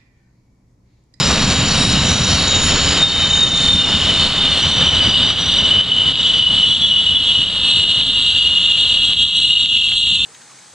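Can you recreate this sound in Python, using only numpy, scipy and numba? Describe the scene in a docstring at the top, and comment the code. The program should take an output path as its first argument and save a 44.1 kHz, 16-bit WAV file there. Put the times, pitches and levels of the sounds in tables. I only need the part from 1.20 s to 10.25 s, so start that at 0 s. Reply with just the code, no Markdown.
"""Wheels hiss and rumble on the rails while a passenger train brakes and its discs ring and squeal.
Wheels are coloured noise; discs, squeals and pads are wavering tones with a rough edge.
Single discs lock into squeals and chirps; later a dense band of squeaking pads with clicking slips takes over.
Sudden dips, a stepping limiter and a slightly late left treble shape the sound, heard on two channels."""
import sys
import numpy as np
from scipy import signal
from scipy.fft import rfft, irfft, next_fast_len
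from scipy.io import wavfile
from scipy.ndimage import uniform_filter1d
from numba import njit

SR = 44100
rng = np.random.default_rng(int(sys.argv[2]) if len(sys.argv) > 2 else 0)


def store_pcm(level_fs):
    """Save levels as 16-bit WAV."""
    pcm = np.round(np.clip(level_fs, -1, 1) * 32767).astype(np.int16)
    wavfile.write(sys.argv[1], SR, np.atleast_2d(pcm).T)


N = 399105
TIME = np.arange(N) / SR

# Loudness of the squeaking pads. Each row: time in seconds, level in dB.
PAD_LEVEL = [(0, -53), (.55, -33), (1.1, -30.5), (2.2, -29.5), (3.4, -20.5), (3.9, -19.5), (5.4, -17.5),
             (6.3, -19.5), (6.55, -15), (7.6, -15), (7.95, -16.5), (8.5, -15.5), (9.05, -17.5)]
# Where the squeaks lie in pitch. Each row: frequency in Hz, relative strength in dB per Hz.
PAD_BAND = [(2560, -38.5), (2720, -2.5), (2850, 0.5), (3050, -4), (3300, 2), (3700, 0), (4000, -4.5),
            (4350, -12.5), (4600, -28.5), (4720, -40.5)]


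def undb(db):
    """Turn decibels into an amplitude factor."""
    return 10 ** (np.asarray(db) / 20)


def unit(x):
    """Scale a signal to an average strength (rms) of 1."""
    return x / np.sqrt(np.mean(np.abs(x) ** 2))


def read(table):
    """Draw each column of a table as a curve over time; the end values are held."""
    s, *columns = np.transpose(table)
    return [np.interp(TIME, s, c) for c in columns]


def walk(rate):
    """Smooth chance curve that changes about rate times a second, with a spread of 1."""
    # made at a sixteenth of the sample rate, smoothed three times, then filled in
    size = max(int(SR / 16 / rate), 1)
    x = rng.standard_normal(N // 16 + 2)
    for _ in range(3):
        x = uniform_filter1d(x, size)
    return np.interp(np.arange(N) / 16, np.arange(len(x)), unit(x))


def noise(gain_at, source=None):
    """Noise (or another source) whose frequencies are weighted by gain_at(Hz), at rms 1."""
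    size = next_fast_len(N)
    hz = np.maximum(np.arange(size // 2 + 1) * SR / size, 1)
    source = rng.standard_normal(size) if source is None else source
    spectrum = rfft(source, size) * gain_at(hz)
    return unit(irfft(spectrum, size)[:N])


def colour(points, hz):
    """Amplitude at hz of a spectrum given as (Hz, dB) points; practically silent beyond its ends."""
    f, db = np.transpose(points)
    return undb(np.interp(np.log(hz), np.log(f), db, -120, -120))


def squeak(hz, width_hz, clean, over_db):
    """Stick-slip on one mode: a tone that partly loses its phase, with the octave of its lopsided cycle."""
    # a steady part (clean) plus a part that wanders about width_hz times a second
    z = clean + walk(width_hz) + 1j * walk(width_hz)
    z = unit(z) * np.exp(2j * np.pi * np.cumsum(hz) / SR)
    octave = z * z / (np.abs(z) + 1e-9)
    return np.sqrt(2) * (z + undb(over_db) * octave).real


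def wheels():
    """Hiss in octave bands that flicker alone, over the thumping rumble of the bogies."""
    # Each row: time in seconds, wheel hiss level in dB, rumble level in dB.
    rolling = [(0, -19.5, -18.5), (.7, -21, -18.5), (1.2, -20.5, -20), (1.7, -19.5, -21), (2.2, -24, -25.5),
               (3, -22.5, -23), (3.8, -23, -24.5), (4.4, -24.5, -26.5), (5, -26.5, -27.5),
               (5.6, -30.5, -30), (6.2, -34, -34.5), (6.6, -30.5, -31.5), (7.2, -34, -35.5),
               (7.85, -36, -34), (8.05, -38.5, -35.5), (8.6, -40.5, -38.5), (9.05, -42.5, -41)]
    # Hiss, then rumble spectrum. Each row: frequency in Hz, relative strength in dB per Hz.
    hiss_band = [(150, -30), (250, -4), (340, -5), (520, -3.5), (750, -6.5), (1250, -4.5), (2100, -7),
                 (3040, -3.5), (3860, -7.5), (4680, -9.5), (5860, -22.5), (6340, -20), (7100, -22.5),
                 (7810, -23), (10300, -34.5), (11500, -67.5), (14900, -93)]
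    rumble_band = [(11, -47.5), (18, 2), (38, -14), (75, 2.5), (114, -2.5), (145, -1.5), (193, -1.5),
                   (235, -7), (271, -4), (329, -19), (400, -27), (520, -36.5), (880, -120)]
    # Low thumps that swell the rumble. Each row: time in seconds, rise in dB.
    thumps = [(1.02, 4.4), (1.55, 4.6), (2.55, 6.4), (3.47, 5), (3.88, 9.7), (4.43, 6), (4.58, 5),
              (5.5, 4.1), (6.2, 12), (6.57, 6.6), (8.3, 4), (8.93, 5.8)]
    thump_s = .018  # sets the length of a swell, in seconds

    hiss_db, rumble_db = read(rolling)
    grid = np.arange(20., SR / 2, 20.)
    hiss = 0
    for centre in 250 * 2. ** np.arange(6):
        # neighbouring bands overlap and fade into each other
        share = lambda hz: np.cos(np.pi / 2 * np.clip(np.log2(hz / centre), -1, 1))
        weight = np.sqrt(np.sum((colour(hiss_band, grid) * share(grid)) ** 2))
        band = noise(lambda hz: colour(hiss_band, hz) * share(hz))
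        hiss = hiss + weight * undb(.36 * walk(11.6)) * band
    thump_db = sum(db * np.exp(-((TIME - s) / thump_s) ** 2) for s, db in thumps)
    rumble = undb(1.1 * walk(16)) * noise(lambda hz: colour(rumble_band, hz))
    return undb(hiss_db + .83 * walk(27)) * unit(hiss) + undb(rumble_db + thump_db) * rumble


def discs():
    """Rubbing noise rings every disc mode; each wavers in level and pitch; they die away as the train slows."""
    # Ways a disc can ring. Each row: frequency in Hz, relative width in Hz, relative level in dB.
    modes = [(2960, 370, -8), (3830, 240, -3), (4190, 48, -3), (4366, 170, -5.5), (4920, 150, -9.5),
             (5196, 130, -9.5), (5575, 360, -10), (5860, 210, -20), (7010, 480, -12.5), (8560, 1200, -24),
             (10460, 900, -37.5)]
    # Loudness of all the ringing. Each row: time in seconds, level in dB.
    ring_level = [(0, -20), (.9, -19.5), (1.35, -20), (1.65, -20.5), (2, -25), (2.5, -24.5), (3.05, -26),
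                  (3.5, -35), (4.1, -45), (4.8, -42.5), (5.6, -40.5), (6.4, -45), (9.05, -79.5)]
    ring = 0
    for hz, width, db in modes:
        wander = hz * (1 + .006 * walk(2.5))
        tone = squeak(wander, 1.5 * width, clean=.29, over_db=-58)
        # wider modes carry more sound
        ring = ring + undb(db + 2 * walk(11)) * np.sqrt(width) * tone
    return undb(read(ring_level)[0] + .81 * walk(9.7)) * unit(ring)


def pads():
    """Many pads squeak side by side in pitch, each coming and going; all sink in pitch as the train slows."""
    # Octave of a squeak. Each row: squeak frequency in Hz, octave level against the squeak in dB.
    octave_level = [(2500, -39), (2900, -23), (3300, -25.5), (3750, -17), (4300, -12), (4800, -13.5)]
    sink = 1.04 - .005 * TIME
    crowd = 0
    for hz in np.geomspace(PAD_BAND[0][0], PAD_BAND[-1][0], num=30):
        over_db = np.interp(hz, *np.transpose(octave_level))
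        drift = sink * (1 + .008 * walk(1.5))
        # higher squeaks lie further apart in Hz, so each stands for a wider slice
        strength = colour(PAD_BAND, hz) * np.sqrt(hz)
        crowd = crowd + strength * undb(2.8 * walk(8)) * squeak(hz * drift, 260, .62, over_db)
    # grip comes and goes quickly for all pads together
    return undb(read(PAD_LEVEL)[0] + 1.5 * walk(27)) * unit(crowd)


def slips():
    """All pads slip together: a hail of small random jolts in their band, plus set hard ones of a few cycles."""
    # The hardest slips. Each row: time in seconds, peak level in dB.
    jolts = [(3.275, -4.5), (3.944, -4), (4.594, -6), (4.957, -1.5), (5.118, -8), (5.252, -9), (5.396, -13),
             (5.623, -2), (6.642, -9.5), (6.813, 1), (7.293, -5), (7.571, -9), (7.578, -1.5), (7.743, -5),
             (7.821, -9), (7.934, 0), (8.191, -6), (8.288, -18), (8.402, -7), (8.571, -4), (8.686, -4),
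             (8.718, -5.5), (8.870, -6.5), (8.952, -9)]
    slips_per_s, spread_db, small_db = 400, 2, -8  # small_db is set against the pad level
    jolt_hz, jolt_s = 3400, .0004
    when, size, sign = rng.random((3, N))
    # most small slips are weak, a few much stronger; each pushes up or down
    small = (when < slips_per_s / SR) * undb(-spread_db * np.log(1 - size)) * np.sign(sign - .5)
    hard = 0
    for s, db in jolts:
        swell = np.exp(-((TIME - s) / jolt_s) ** 2)
        hard = hard + undb(db) * swell * np.cos(2 * np.pi * jolt_hz * (TIME - s))
    return undb(read(PAD_LEVEL)[0] + small_db) * noise(lambda hz: colour(PAD_BAND, hz), small) + hard


def squeal(pitch, table, width_hz, clean, over_db, flutter_db):
    """One disc sings while its level table lasts; pitch and grip waver."""
    hz = read(pitch)[0] * (1 + .003 * walk(9.25))
    start, end = table[0][0], table[-1][0]
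    on = np.interp(TIME, [start - .06, start, end, end + .27], [0, 1, 1, 0])
    flutter = unit(undb(flutter_db * walk(9.2)))
    return on * flutter * undb(read(table)[0]) * squeak(hz, width_hz, clean, over_db)


def squeals():
    """Single discs lock into stick-slip, each with its own pitch path, purity and flutter."""
    # Pitch of each squeal. Each row: time in seconds, frequency in Hz.
    low_hz, mid_hz, high_hz = [(0, 3095), (1, 3090), (2.2, 3055), (3.4, 3022), (4.4, 2993), (5.8, 2958),
                               (6.2, 2938), (6.6, 2906), (7.4, 2865), (8.2, 2872), (9.05, 2852)], [(0, 3862), (.6, 3835), (1, 3780), (1.4, 3727), (1.75, 3720),
                                               (1.85, 3665), (1.95, 3705), (2.1, 3665), (2.22, 3700),
                                               (2.4, 3632), (3, 3642), (3.4, 3620), (3.8, 3668),
                                               (4.2, 3648), (6.9, 3628)], [(0, 7055), (.6, 6987), (1, 6915),
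                                                               (1.4, 6869), (2.2, 6806), (5.1, 6793)]
    brief_hz, late_hz = [(1.1, 4385), (1.8, 4393), (3.2, 4380)], [(4.9, 3402), (5.9, 3398), (6.2, 3360), (6.6, 3337), (7.4, 3316),
                                           (8, 3314)]
    side_hz, faint_hz = [(2.6, 2900), (4, 2893), (5.4, 2915)], [(3.2, 4740), (4.6, 4715), (5.2, 4737), (7.1, 4580), (8, 4590)]
    # Loudness of each squeal. Each row: time in seconds, level in dB.
    low, mid, high = [(0, -43), (.95, -32.5), (1.4, -26.5), (2, -21), (2.7, -21.5), (3.1, -20), (3.9, -16),
                      (4.3, -18.5), (4.6, -13), (5.3, -13.5), (5.65, -11.5), (6.3, -17), (6.8, -14.5),
                      (7.55, -16.5), (8, -17), (8.5, -16.5), (9.05, -20.5)], [(0, -25.5), (.7, -26), (1.17, -28), (1.34, -11), (1.72, -32.5),
                                          (1.85, -8), (1.91, -16.5), (2.05, -13.5), (2.4, -13),
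                                          (2.75, -16.5), (2.83, -28), (2.97, -19), (3.11, -26),
                                          (3.2, -16.5), (3.55, -19), (3.75, -26), (4, -21.5), (4.55, -25),
                                          (5, -27.5), (5.65, -30), (6.3, -29), (6.55, -20.5), (6.9, -25)], [(0, -36), (.3, -28), (.9, -28), (1.5, -21),
                                                              (2, -29), (2.45, -32.5), (2.9, -37),
                                                              (3.6, -44), (4.3, -58), (5.1, -57)]
    brief, late, beside = [(1.1, -38), (1.4, -40), (1.5, -29), (1.78, -25), (1.9, -38), (2.3, -45),
                           (2.6, -33), (3, -31), (3.2, -32.5)], [(4.9, -29), (5.25, -25), (5.45, -13.5), (5.7, -18),
                                                 (6.3, -29.5), (6.8, -24), (7.3, -29.5), (8, -23)], [(2.6, -24), (3.1, -25.5), (3.75, -37),
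                                                                      (3.95, -16.5), (4.5, -30), (4.8, -31),
                                                                      (5.1, -22), (5.4, -25)]
    # The faint squeal has separate parts, each a list of the same kind of rows.
    faint_parts = [
        [(3.2, -42), (3.4, -36), (4.1, -33), (4.4, -37), (5.2, -39)],
        [(7.05, -51), (7.2, -38), (7.4, -52), (7.9, -43), (8, -56)],
    ]

    # the numbers are width_hz, clean, over_db and flutter_db
    sings = squeal(low_hz, low, 200, 1.08, -34, 2.1)
    sings += squeal(mid_hz, mid, 150, 1.7, -45, 1.8)
    sings += squeal(high_hz, high, 300, 1.1, -54.5, 1.8)
    sings += squeal(brief_hz, brief, 90, 1.5, -36, 3.5)
    sings += squeal(late_hz, late, 60, .63, -37, 4.4)
    sings += squeal(side_hz, beside, 90, .61, -39, 3)
    sings += sum(squeal(faint_hz, part, 200, .51, -42, 3) for part in faint_parts)
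    return sings


def chirps():
    """A thin squeal that only locks on in short chirps."""
    # Each row: start in seconds, length in seconds, level in dB.
    chirp_list = [(.05, .3, -29), (0.474, .06, -29.5), (.86, 0.27, -25), (1.22, 0.063, -32),
                  (3.303, 0.13, -37), (3.42, 0.16, -32.5), (3.66, 0.089, -32), (3.82, 0.075, -37),
                  (4.055, 0.069, -37), (4.216, .2, -34.5), (4.46, .05, -43), (5.0, .2, -37.5),
                  (5.42, .1, -41), (5.63, 0.11, -39)]
    # Pitch of the thin squeal. Each row: time in seconds, frequency in Hz.
    thin_pitch = [(0, 5910), (1, 5860), (1.3, 5785), (3.2, 5846), (5.9, 5857)]
    rise_s, fall_s = .038, .07
    gate = 0
    for s, length, db in chirp_list:
        corners = [s - rise_s, s, s + length, s + length + fall_s]
        gate = gate + undb(db) * np.interp(TIME, corners, [0, 1, 1, 0])
    hz = read(thin_pitch)[0] * (1 + .0026 * walk(9))
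    return gate * undb(2.1 * walk(9.2)) * squeak(hz, 200, clean=.8, over_db=-47)


def whistle():
    """A high whistle, loudest at one spot of each turn of the slowing wheel."""
    # Each row: time in seconds, level in dB at the top of a throb.
    throb_level = [(0, -58), (.45, -42), (1.2, -40), (1.9, -40), (2.3, -53), (2.8, -43), (3.1, -56),
                   (3.4, -47), (4.2, -57)]
    turns_per_s, slowing_per_s2 = 4.05, .15  # starting speed, and how much of it is lost each second
    loud_at_turn, depth_db = .77, 20
    turns = turns_per_s * TIME - slowing_per_s2 * TIME ** 2 / 2
    throb_db = depth_db * (np.cos(2 * np.pi * (turns - loud_at_turn)) - 1) / 2
    return undb(throb_db) * squeal([(0, 9700)], throb_level, 600, .3, -85, 2.7)


def knock():
    """A dull metal knock: a short burst of noise in a broad resonance around 1900 Hz."""
    # Each row: time in seconds, starting level in dB.
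    knock_list = [(8.718, -33)]
    shape = sum(undb(db) * np.exp(-np.maximum(TIME - s, 0) / .004) * (TIME >= s) for s, db in knock_list)
    return shape * noise(lambda hz: 1 / (1 + ((hz - 1900) / 600) ** 4))


def floor():
    """A low drone and a faint patchy hiss at the top, both coloured noise, stay under everything."""
    # Drone, then top hiss spectrum. Each row: frequency in Hz, relative strength in dB per Hz.
    drone_band = [(16, -20.5), (25, 2.5), (90, 5), (130, -20.5)]
    air_band = [(8000, -8.5), (9800, 1.5), (11500, -10.5), (13000, -14.5), (15500, -18.5)]
    drone = undb(-42) * noise(lambda hz: colour(drone_band, hz))
    return drone + undb(-55.5 + 2 * walk(12)) * noise(lambda hz: colour(air_band, hz))


def dips():
    """Gain that changes suddenly, mostly downward, and creeps back, with a quick flicker on top."""
    # Each row: time in seconds, nominal depth in dB (below zero is a rise); the return trims it a little.
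    dip_list = [(.19, 1), (.43, 0.5), (.93, 3.5), (1.28, 3.5), (1.84, 6), (1.989, 1.5), (2.28, 1.5),
                (2.381, -2), (2.56, 5), (2.99, -3.5), (3.07, 4.5), (3.6, -3.5), (4.11, 6.5), (4.46, 0.5),
                (4.612, 8.5), (4.92, 8), (5.23, 4), (5.53, 4.5), (5.73, 1.5), (6.23, 4), (6.64, 2.5),
                (6.82, 3), (7.19, 1), (7.94, 1.5), (8.04, 4), (8.32, 3), (8.6, 2.5), (8.74, 2)]
    drop_s, creep_s = .0072, .14  # time constants of the change and of the return
    db = 0
    for s, depth_db in dip_list:
        since = np.maximum(TIME - s, 0)
        db = db - depth_db * (1 - np.exp(-since / drop_s)) * np.exp(-since / creep_s)
    return undb(db + .78 * walk(31))


def scene():
    """Add all sources; the dips act on all but the knock and the slips."""
    train = wheels() + discs() + pads() + squeals() + chirps() + whistle()
    mono = dips() * (train + floor()) + knock() + slips()
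    return np.array([mono, mono])


@njit
def limiter(x, top, step, gap, release):
    """A peak over top knocks the gain down, the more the higher it is, which ticks; the gain then creeps back."""
    y, g, aim, last = np.empty(len(x)), 1., 1., 0
    for i in range(len(x)):
        y[i] = g * x[i]
        # knocks lie more than gap samples apart
        if abs(y[i]) > top and i - last > gap:
            aim, last = aim * step * top / abs(y[i]), i
        aim += (1 - aim) * release
        g += (aim - g) / 3
    return y


def record(dry):
    """Stepping limiter, a hard ceiling, a slightly late left treble, the cut at the top."""
    step_db, release_s = -.7, .06
    held = limiter(1.149 * dry[0], .72, undb(step_db), 6, 1 / (release_s * SR))
    held = np.clip(held, -1, 1)
    late = np.append(0, held[:-1])
    # the left channel is one sample late, but the bass is the same on both
    treble = signal.butter(2, 1600, "high", fs=SR, output="sos")
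    side = signal.sosfiltfilt(treble, late - held, padtype="even") / 2
    pair = (late + held) / 2 + np.array([side, -side])
    top_cut = signal.ellip(8, .2, 70, 15800, fs=SR, output="sos")
    return np.clip(signal.sosfilt(top_cut, pair), -1, 1)


dry = scene()
out = record(dry)
store_pcm(out)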